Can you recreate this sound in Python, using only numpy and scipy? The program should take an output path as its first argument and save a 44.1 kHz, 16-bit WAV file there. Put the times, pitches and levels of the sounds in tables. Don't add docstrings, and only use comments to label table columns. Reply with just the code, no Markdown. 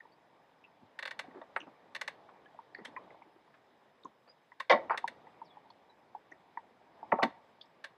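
import sys
import numpy as np
from scipy import signal
from scipy.io import wavfile
from scipy.ndimage import uniform_filter1d

SR = 44100
rng = np.random.default_rng(int(sys.argv[2]) if len(sys.argv) > 2 else 0)


def dump_mix(stems):
    frames = np.atleast_2d(stems).T
    limited = np.clip(frames, -1, 1)
    pcm = np.round(limited * 32767).astype(np.int16)
    wavfile.write(sys.argv[1], SR, pcm)


N = 351471


def from_db(db):
    return 10 ** (np.asarray(db) / 20)


def rms_one(x):
    return x / np.sqrt(np.mean(x ** 2) + 1e-20)


def resonate(x, hz, width_hz):
    radius = np.exp(-np.pi * width_hz / SR)
    feedforward = (1 - radius ** 2) / 2 * np.array([1, 0, -1])
    feedback = [1, -2 * radius * np.cos(2 * np.pi * hz / SR), radius ** 2]
    return signal.lfilter(feedforward, feedback, x)


def highpass(x, order, hz):
    return signal.sosfilt(signal.butter(order, hz, "high", fs=SR, output="sos"), x)


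def softened(x, hz):
    return signal.sosfilt(signal.butter(6, min(hz, .45 * SR), fs=SR, output="sos"), x)


def drift(rate_hz):
    step = 40
    r = np.exp(-2 * np.pi * step * rate_hz / SR)
    noise = rng.standard_normal(N // step + 2002)
    wander = signal.lfilter([1], [1, -2 * r, r * r], noise)[2000:]
    return np.interp(np.arange(N) / step, np.arange(len(wander)), rms_one(wander))


def burst(rise_s, t60, tail_db, tail_t60, strike_db, rebounds=(), grain_share=1):
    t = np.arange(SR // 2) / SR
    rise = (1 - np.exp(-t / max(rise_s, 1e-5))) ** 2
    rattle, tail = rng.standard_normal((2, len(t)))
    share = np.clip(grain_share, .002, 1)
    rattle = rattle * (rng.random(len(t)) < share) / np.sqrt(share)
    dull = np.exp(-2 * np.pi * 5000 / SR)
    tail = signal.lfilter([1 - dull], [1, -dull], tail)
    rattle_gain = from_db(-60 * t / t60)
    tail_gain = from_db(tail_db - 60 * t / tail_t60)
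    out = rise * (rattle_gain * rattle + tail_gain * tail)
    for later_s, db in [(0, 0), *rebounds]:
        out[round((2 * rise_s + later_s) * SR)] += from_db(strike_db + db)
    return out


def ring(x, modes):
    out = 0
    for k, (hz, width, db) in enumerate(modes):
        out = out + (-1) ** k * from_db(db) * resonate(x, hz, width)
    return out


def tilted(modes, low_hz, low_db, high_hz, high_db):
    return [(hz, width, db + low_db * (hz < low_hz) + high_db * (hz > high_hz)) for hz, width, db in modes]


def add(out, s, peak_db, sound):
    at = round(s * SR)
    head_rms = np.sqrt(uniform_filter1d(sound[:SR // 50] ** 2, size=130).max())
    levelled = from_db(peak_db - 4.5) / head_rms * sound
    out[at:at + len(sound)] += levelled[:N - at]


def single_notes(rows, sharpness, rise_s, skirt, reach, strike_db):
    out = np.zeros(N)
    for s, peak_db, hz, t60 in rows:
        blow = burst(rise_s, t60, -21, 0.13, strike_db)
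        width = hz / sharpness
        note = resonate(resonate(blow, hz, width), hz, skirt * width)
        add(out, max(s - rise_s, 0), peak_db, softened(note, reach * hz))
    return out


# (time [s], level [dB]); only the height above the lowest row counts
RUSTLE_SWELLS = [(0.0, -73), (0.95, -72.5), (1.28, -65.5), (1.8, -69.5), (2.201, -66.5), (2.68, -70.5),
                 (3.0, -63.5), (3.31, -72.5), (3.79, -73), (4.68, -77.5), (4.82, -55), (4.9, -62.5),
                 (5.06, -64.5), (5.44, -68.5), (5.88, -72), (6.88, -70.5), (7.19, -62.5), (7.57, -72.5)]
# (frequency [Hz], relative level [dB])
AIR_COLOUR = [(30, -32), (150, -6), (240, -5.5), (900, -1.5), (1430, -12), (1930, -5.5), (2490, -18),
              (3440, -15.5), (4640, -27), (6500, -31.5), (9000, -36), (11800, -42.5), (13600, -35),
              (15300, -47.5)]
RUSTLE_TREBLE_SHARE = 0.41


def air():
    s, level_db = np.transpose(RUSTLE_SWELLS)
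    swing_db = np.interp(np.arange(N) / SR, s, level_db - level_db.min())
    colour_hz, colour_levels_db = np.array(AIR_COLOUR).T
    edges = 30 * 2 ** (np.arange(28) / 3)
    white = rng.standard_normal((2, N))
    out = 0
    for k, (low, high) in enumerate(zip(edges, edges[1:])):
        hz = np.sqrt(low * high)
        band_filter = signal.butter(2, [low, high], "band", fs=SR, output="sos")
        band = signal.sosfilt(band_filter, white[k % 2])
        treble = np.clip(np.log2(hz / 900), 0, 1)
        reach = np.clip(np.log2(9000 / hz), 0, 1)
        rustle_db = reach * (1 - treble + treble * RUSTLE_TREBLE_SHARE) * swing_db
        colour_db = np.interp(np.log(hz), np.log(colour_hz), colour_levels_db)
        waver_db = 1.3 * drift(9)
        out = out + band * from_db(colour_db - 55.0 + rustle_db + waver_db)
    return out


# (pitch [Hz], width [Hz], rms level before waver [dB], waver rate [Hz], waver [dB])
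DRONE = [(5113, 150, -92.5, 20, -0.5), (10250, 350, -103, 25, 1.2)]
# (pitch [Hz], width [Hz], rms level [dB])
BUZZ_BANDS = [(7850, 400, -105), (15000, 500, -107)]
PHRASES_PER_S, PHRASE_AT_S, PHRASE_DB = 4.65, 3.38, 7
BUZZ_PER_S, BUZZ_DB = 60, 6


def insects():
    t = np.arange(N) / SR
    phrases_db = PHRASE_DB * np.cos(2 * np.pi * PHRASES_PER_S * (t - PHRASE_AT_S))
    buzz_db = BUZZ_DB * np.cos(2 * np.pi * BUZZ_PER_S * t)
    singer_db = phrases_db + buzz_db + 2.5 * drift(1.1)
    out = 0
    for hz, width, db, rate_hz, waver_db in DRONE:
        song = resonate(resonate(rng.standard_normal(N), hz, width), hz, width)
        out = out + from_db(db + waver_db * drift(rate_hz)) * rms_one(song)
    for hz, width, db in BUZZ_BANDS:
        song = resonate(resonate(rng.standard_normal(N), hz, width), hz, width)
        out = out + from_db(db) * rms_one(from_db(singer_db) * song)
    return out


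# (time [s], nominal peak [dB], pitch [Hz], rattle t60 [s])
BUCKLE_TICKS = [(0.0044, -43, 1806, 0.013), (0.639, -51, 2640, 0.073), (1.309, -53, 1920, 0.029),
                (1.4137, -49, 1885, 0.017), (1.4154, -59, 3600, 0.025), (1.566, -64, 8650, 0.1),
                (1.6, -61.5, 5960, 0.086), (1.6035, -42, 2850, 0.01), (1.614, -43.5, 2630, 0.016),
                (2.456, -60.5, 3100, 0.022), (2.4578, -51.5, 1730, 0.041), (2.7467, -50.5, 4350, 0.027),
                (2.7477, -35.5, 1920, 0.013), (2.7781, -64, 4350, 0.077), (2.7826, -48.5, 1960, 0.19),
                (2.852, -42.5, 3280, 0.078), (2.9645, -44, 2380, 0.034), (3.103, -50.5, 2050, .02),
                (3.2216, -53, 2190, 0.024), (4.0347, -54, 3750, 0.012), (4.0472, -61.5, 6300, 0.022),
                (4.9057, -59, 4600, 0.11), (5.7024, -56.5, 4400, 0.041), (5.7034, -57, 3400, 0.033),
                (6.315, -66, 5900, 0.033), (6.3185, -42, 1920, 0.03), (7.2494, -65, 6130, .1),
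                (7.6106, -51, 4500, 0.073), (7.6116, -42.5, 3470, 0.03), (7.6555, -67.5, 5200, .03)]


def ticks():
    return single_notes(BUCKLE_TICKS, sharpness=8.9, rise_s=0.0018, skirt=1.46, reach=1.38, strike_db=10.5)


# (time [s], nominal peak [dB], main pitch [Hz], upper mode [dB re main])
HANDLE_KNOCKS = [(0.054, -49, 910, -40), (1.243, -47.5, 730, -17), (2.547, -50.5, 664, -27),
                 (2.59, -38.5, 938, -44), (2.661, -70, 767, -25), (2.965, -35, 1022, -5),
                 (3.078, -52, 920, -16), (3.22, -45.5, 870, -17), (3.296, -56.5, 633, -19),
                 (3.478, -57.5, 980, -25), (4.055, -35.5, 1020, -32), (4.52, -46, 984, 7),
                 (4.604, -31, 1046, -11), (5.043, -21, 890, -50), (5.27, -45.5, 860, -3),
                 (5.417, -37, 904, -39), (5.571, -42, 876, -40), (5.667, -55, 840, -35),
                 (5.703, -48.5, 960, -18), (6.15, -33, 830, -52), (6.318, -51, 660, 3.5),
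                 (6.574, -28.5, 916, -2.5), (7.03, -34, 842, -39)]
KNOCK_T60_S, KNOCK_WIDTH_HZ = 0.051, 206
KNOCK_UPPER_HZ, KNOCK_LOW_HZ = (1970, 400), (227, 230)  # (pitch [Hz], width [Hz])


def knocks():
    out = np.zeros(N)
    for s, peak_db, main_hz, upper_db in HANDLE_KNOCKS:
        blow = burst(0.00054, KNOCK_T60_S, -20.5, 0.14, strike_db=22.0)
        low_db = -24 + 0.07 * peak_db
        modes = [(main_hz, KNOCK_WIDTH_HZ, 0), (*KNOCK_UPPER_HZ, upper_db), (*KNOCK_LOW_HZ, low_db)]
        sound = 0
        for hz, width, db in modes:
            swelling = resonate(resonate(blow, hz, width), hz, width)
            sound = sound + from_db(db) * resonate(swelling, hz, 1.6 * width)
        add(out, s - .003, peak_db, softened(sound, 1600))
    return out


# (time [s], length [s], first pitch [Hz], last pitch [Hz], level before fades and trees [dB rms])
CHIRPS = [(0.115, 0.016, 4200, 4730, -75), (4.271, 0.034, 4300, 4930, -63), (4.415, 0.025, 6400, 6130, -88),
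          (5.431, 0.11, 6520, 3330, -73.5), (5.889, 0.024, 4010, 3900, -74.5)]
GLIDE_CURVE = 3.0


def birds():
    out = np.zeros(N)
    for s, length_s, first_hz, last_hz, level_db in CHIRPS:
        t = np.linspace(0, 1, round(length_s * SR))
        hz = last_hz + (first_hz - last_hz) * (1 - t) ** GLIDE_CURVE
        tone = np.sqrt(2) * np.sin(2 * np.pi * np.cumsum(hz) / SR) * from_db(level_db)
        at = round(s * SR)
        out[at:at + len(t)] += tone * signal.windows.tukey(len(t), .4)
    rough = out * from_db(4.0 * drift(72))
    echoes = rms_one(burst(0.00078, 0.075, -54, 0.17, strike_db=-27.0)) / np.sqrt(SR / 2)
    return signal.fftconvolve(rough, echoes)[:N]


# (time [s], nominal peak [dB], pitch [Hz])
BODY_THUMPS = [(0.816, -51.5, 215), (0.828, -54.5, 106), (1.276, -44, 260), (1.345, -41.5, 374),
               (1.369, -42.5, 297), (1.599, -55, 256), (1.625, -47.5, 273), (1.667, -45, 243),
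               (2.784, -43, 344), (2.807, -47.5, 205), (2.881, -50, 269), (3.012, -59, 308),
               (3.105, -49, 426), (3.258, -55, 272), (3.359, -52, 278), (4.047, -44.5, 238),
               (4.275, -54.5, 505), (4.711, -29, 330), (4.728, -28.5, 231), (4.76, -38, 264),
               (6.317, -51, 296), (7.125, -25.5, 236), (7.228, -23.5, 223), (7.246, -30.5, 260)]
THUMP_T60_S = 0.12


def thumps():
    rows = [(*row, THUMP_T60_S) for row in BODY_THUMPS]
    return single_notes(rows, sharpness=3.45, rise_s=0.00403, skirt=19.0, reach=6.1, strike_db=15)


# (time [s], nominal peak [dB], modes over 5 kHz [dB shift], rise [s])
PAWL_CLICKS = [(0.9893, -32, -9, .0009), (1.0255, -33, -9, 0.00068), (1.0532, -31.5, -12.5, 0.00056),
               (1.074, -32.5, -9, 0.0013), (1.109, -33, -6, 0.0013), (1.1916, -30, -3, .0013),
               (1.949, -31.5, -2.5, 0.0011), (1.9602, -33.5, -6, 0.00079), (2.0125, -28.5, -1.2, 0.0015),
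               (2.0774, -29.5, -2.5, 0.00098), (2.851, -37.5, 1, 0.006), (4.6008, -30, -7, 0.0043),
               (4.9748, -29, -1.7, 0.0009), (5.077, -31, -1.5, 0.001), (7.231, -24, -7, 0.0012),
               (7.842, -34.5, -5.5, 0.0035)]
# (pitch [Hz], width [Hz], level [dB])
RATCHET_MODES = [(526, 90, -10.5), (1063, 260, -9.5), (1582, 203, -3), (1895, 123, 1.96), (2058, 140, -4.5),
                 (2250, 130, -4.5), (2720, 120, -8.5), (3007, 130, -13), (3420, 120, -9.5), (3695, 170, -9),
                 (4264, 150, -10.5), (4853, 130, -19), (5280, 300, -20), (6360, 470, -24),
                 (7340, 220, -25.5), (7900, 200, -27.5), (8450, 220, -24), (10450, 720, -31.5),
                 (11700, 440, -37), (13200, 700, -50.5)]
# (delay [s], level [dB re first strike])
PAWL_BOUNCES = [(.0034, 2.5), (.0068, -9.5)]
PAWL_T60_S, PAWL_T60_PER_RISE = 0.054, 9
PAWL_STRIKE_DB, FRAME_LAG_S = 21, .004


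def pawl():
    out = np.zeros(N)
    for s, peak_db, treble_db, rise_s in PAWL_CLICKS:
        modes = tilted(RATCHET_MODES, 0, 0, 5000, treble_db)
        t60 = PAWL_T60_S + PAWL_T60_PER_RISE * rise_s
        snap = burst(rise_s / 2, t60, -15, 0.24, PAWL_STRIKE_DB, PAWL_BOUNCES, grain_share=.25)
        late = np.pad(snap, (round(FRAME_LAG_S * SR), 0))[:len(snap)]
        click = ring(late, modes[:2]) + ring(snap, modes[2:])
        add(out, s - rise_s, peak_db, softened(click, 14500))
    return out


# (time [s], nominal peak before the bass cuts [dB], modes over 1300 Hz [dB shift],
# modes under 700 Hz [dB shift], rattle t60 [s], contact time [ms], damping [x mode width])
LOAD_BANGS = [(1.415, -38.5, -13, 1.5, 0.08, 0.19, 2.6), (1.562, -33, 0, -10, 0.041, 0.19, 1.7),
              (1.564, -22.5, 10, -8.5, 0.056, 0.35, 16.3), (4.698, -13.5, 11.5, 8, 0.15, 0.22, 1.64),
              (4.7055, -9.5, -2.5, 4.5, 0.068, 0.34, 0.99), (4.712, -13, 4, -6, 0.073, 0.18, 1.7),
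              (4.724, -16, 2.5, -2.5, 0.091, 0.24, 1), (4.731, -19, -4.5, -11, 0.065, 0.52, 1.3),
              (4.744, -20, -16, 7, 0.046, 0.73, 1.6), (4.759, -23.5, 3.5, 6.5, .22, 0.47, 1.6),
              (4.897, -25, 0, -16, 0.13, 0.39, 1.5), (4.907, -19, -7, -11, 0.09, 0.59, 5.5),
              (4.92, -31.5, -12, -3, 0.042, 0.35, 7), (4.9292, -31.5, -16, -7, 0.13, 0.37, 5.3),
              (4.944, -29, -7.5, -12, 0.065, 0.55, 7.5), (7.1185, -25, -2.5, -5.5, 0.032, 0.35, 2.6),
              (7.1215, -17, 4, -12, 0.038, 0.43, 2.2), (7.126, -15.5, -5, 7.5, 0.042, 0.47, 3.6),
              (7.135, -27, -24, -15, .08, 0.4, 0.34), (7.187, -23, -13, -1.5, 0.038, 0.45, 1.6),
              (7.194, -24, -15, -8, 0.065, 0.73, 0.8), (7.223, -20.5, -9, -8, 0.084, 0.34, 1.2),
              (7.229, -18, 3, -3, 0.056, 0.2, 0.94), (7.238, -21, -10, -2.5, 0.029, 0.34, 2.3)]
# (pitch [Hz], width before damping [Hz], level before shifts [dB])
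DECK_MODES = [(514, 58, 3), (628, 70, 6.5), (767.5, 49, 3), (909, 18, 7), (1101, 67, -0.5),
              (1220, 120, -11.5), (1300, 78, -7), (1510, 230, -16.5), (1707, 98, -10.5), (1943, 82, -5.5),
              (2254, 120, -11), (2967, 160, -19), (3682, 80, -17), (4070, 410, -25), (5260, 3900, -29.5)]
DECK_EDGE_HZ = 406


def bangs():
    out = np.zeros(N)
    for s, peak_db, upper_db, low_db, t60, contact_ms, damping in LOAD_BANGS:
        struck = tilted(DECK_MODES, 700, low_db, 1300, upper_db)
        modes = [(hz, damping * width, db) for hz, width, db in struck]
        blow = burst(0.001433, t60, -20.0, 0.23, strike_db=20, grain_share=.12)
        add(out, s - .003, peak_db, softened(ring(blow, modes), 1e3 / contact_ms))
    return highpass(out, 3, DECK_EDGE_HZ)


# (time [s], nominal peak [dB], centre [Hz], rattle t60 [s])
STRAP_SCUFFS = [(1.669, -48, 700, 0.08), (2.287, -49, 940, 0.071), (3.144, -47, 680, 0.043),
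                (3.541, -54.5, 1350, 0.074)]


def scuffs():
    return single_notes(STRAP_SCUFFS, sharpness=1.9, rise_s=0.002, skirt=1.95, reach=4, strike_db=8)


def scene():
    blows = highpass(ticks() + knocks() + pawl() + bangs() + scuffs(), 4, 150)
    bumps = highpass(thumps(), 2, 104)
    return (air() + insects() + blows + birds() + bumps)[None]


def record(dry):
    return signal.sosfilt(signal.cheby2(12, 60, 15900, fs=SR, output="sos"), dry)


dry = scene()
out = record(dry)
dump_mix(out)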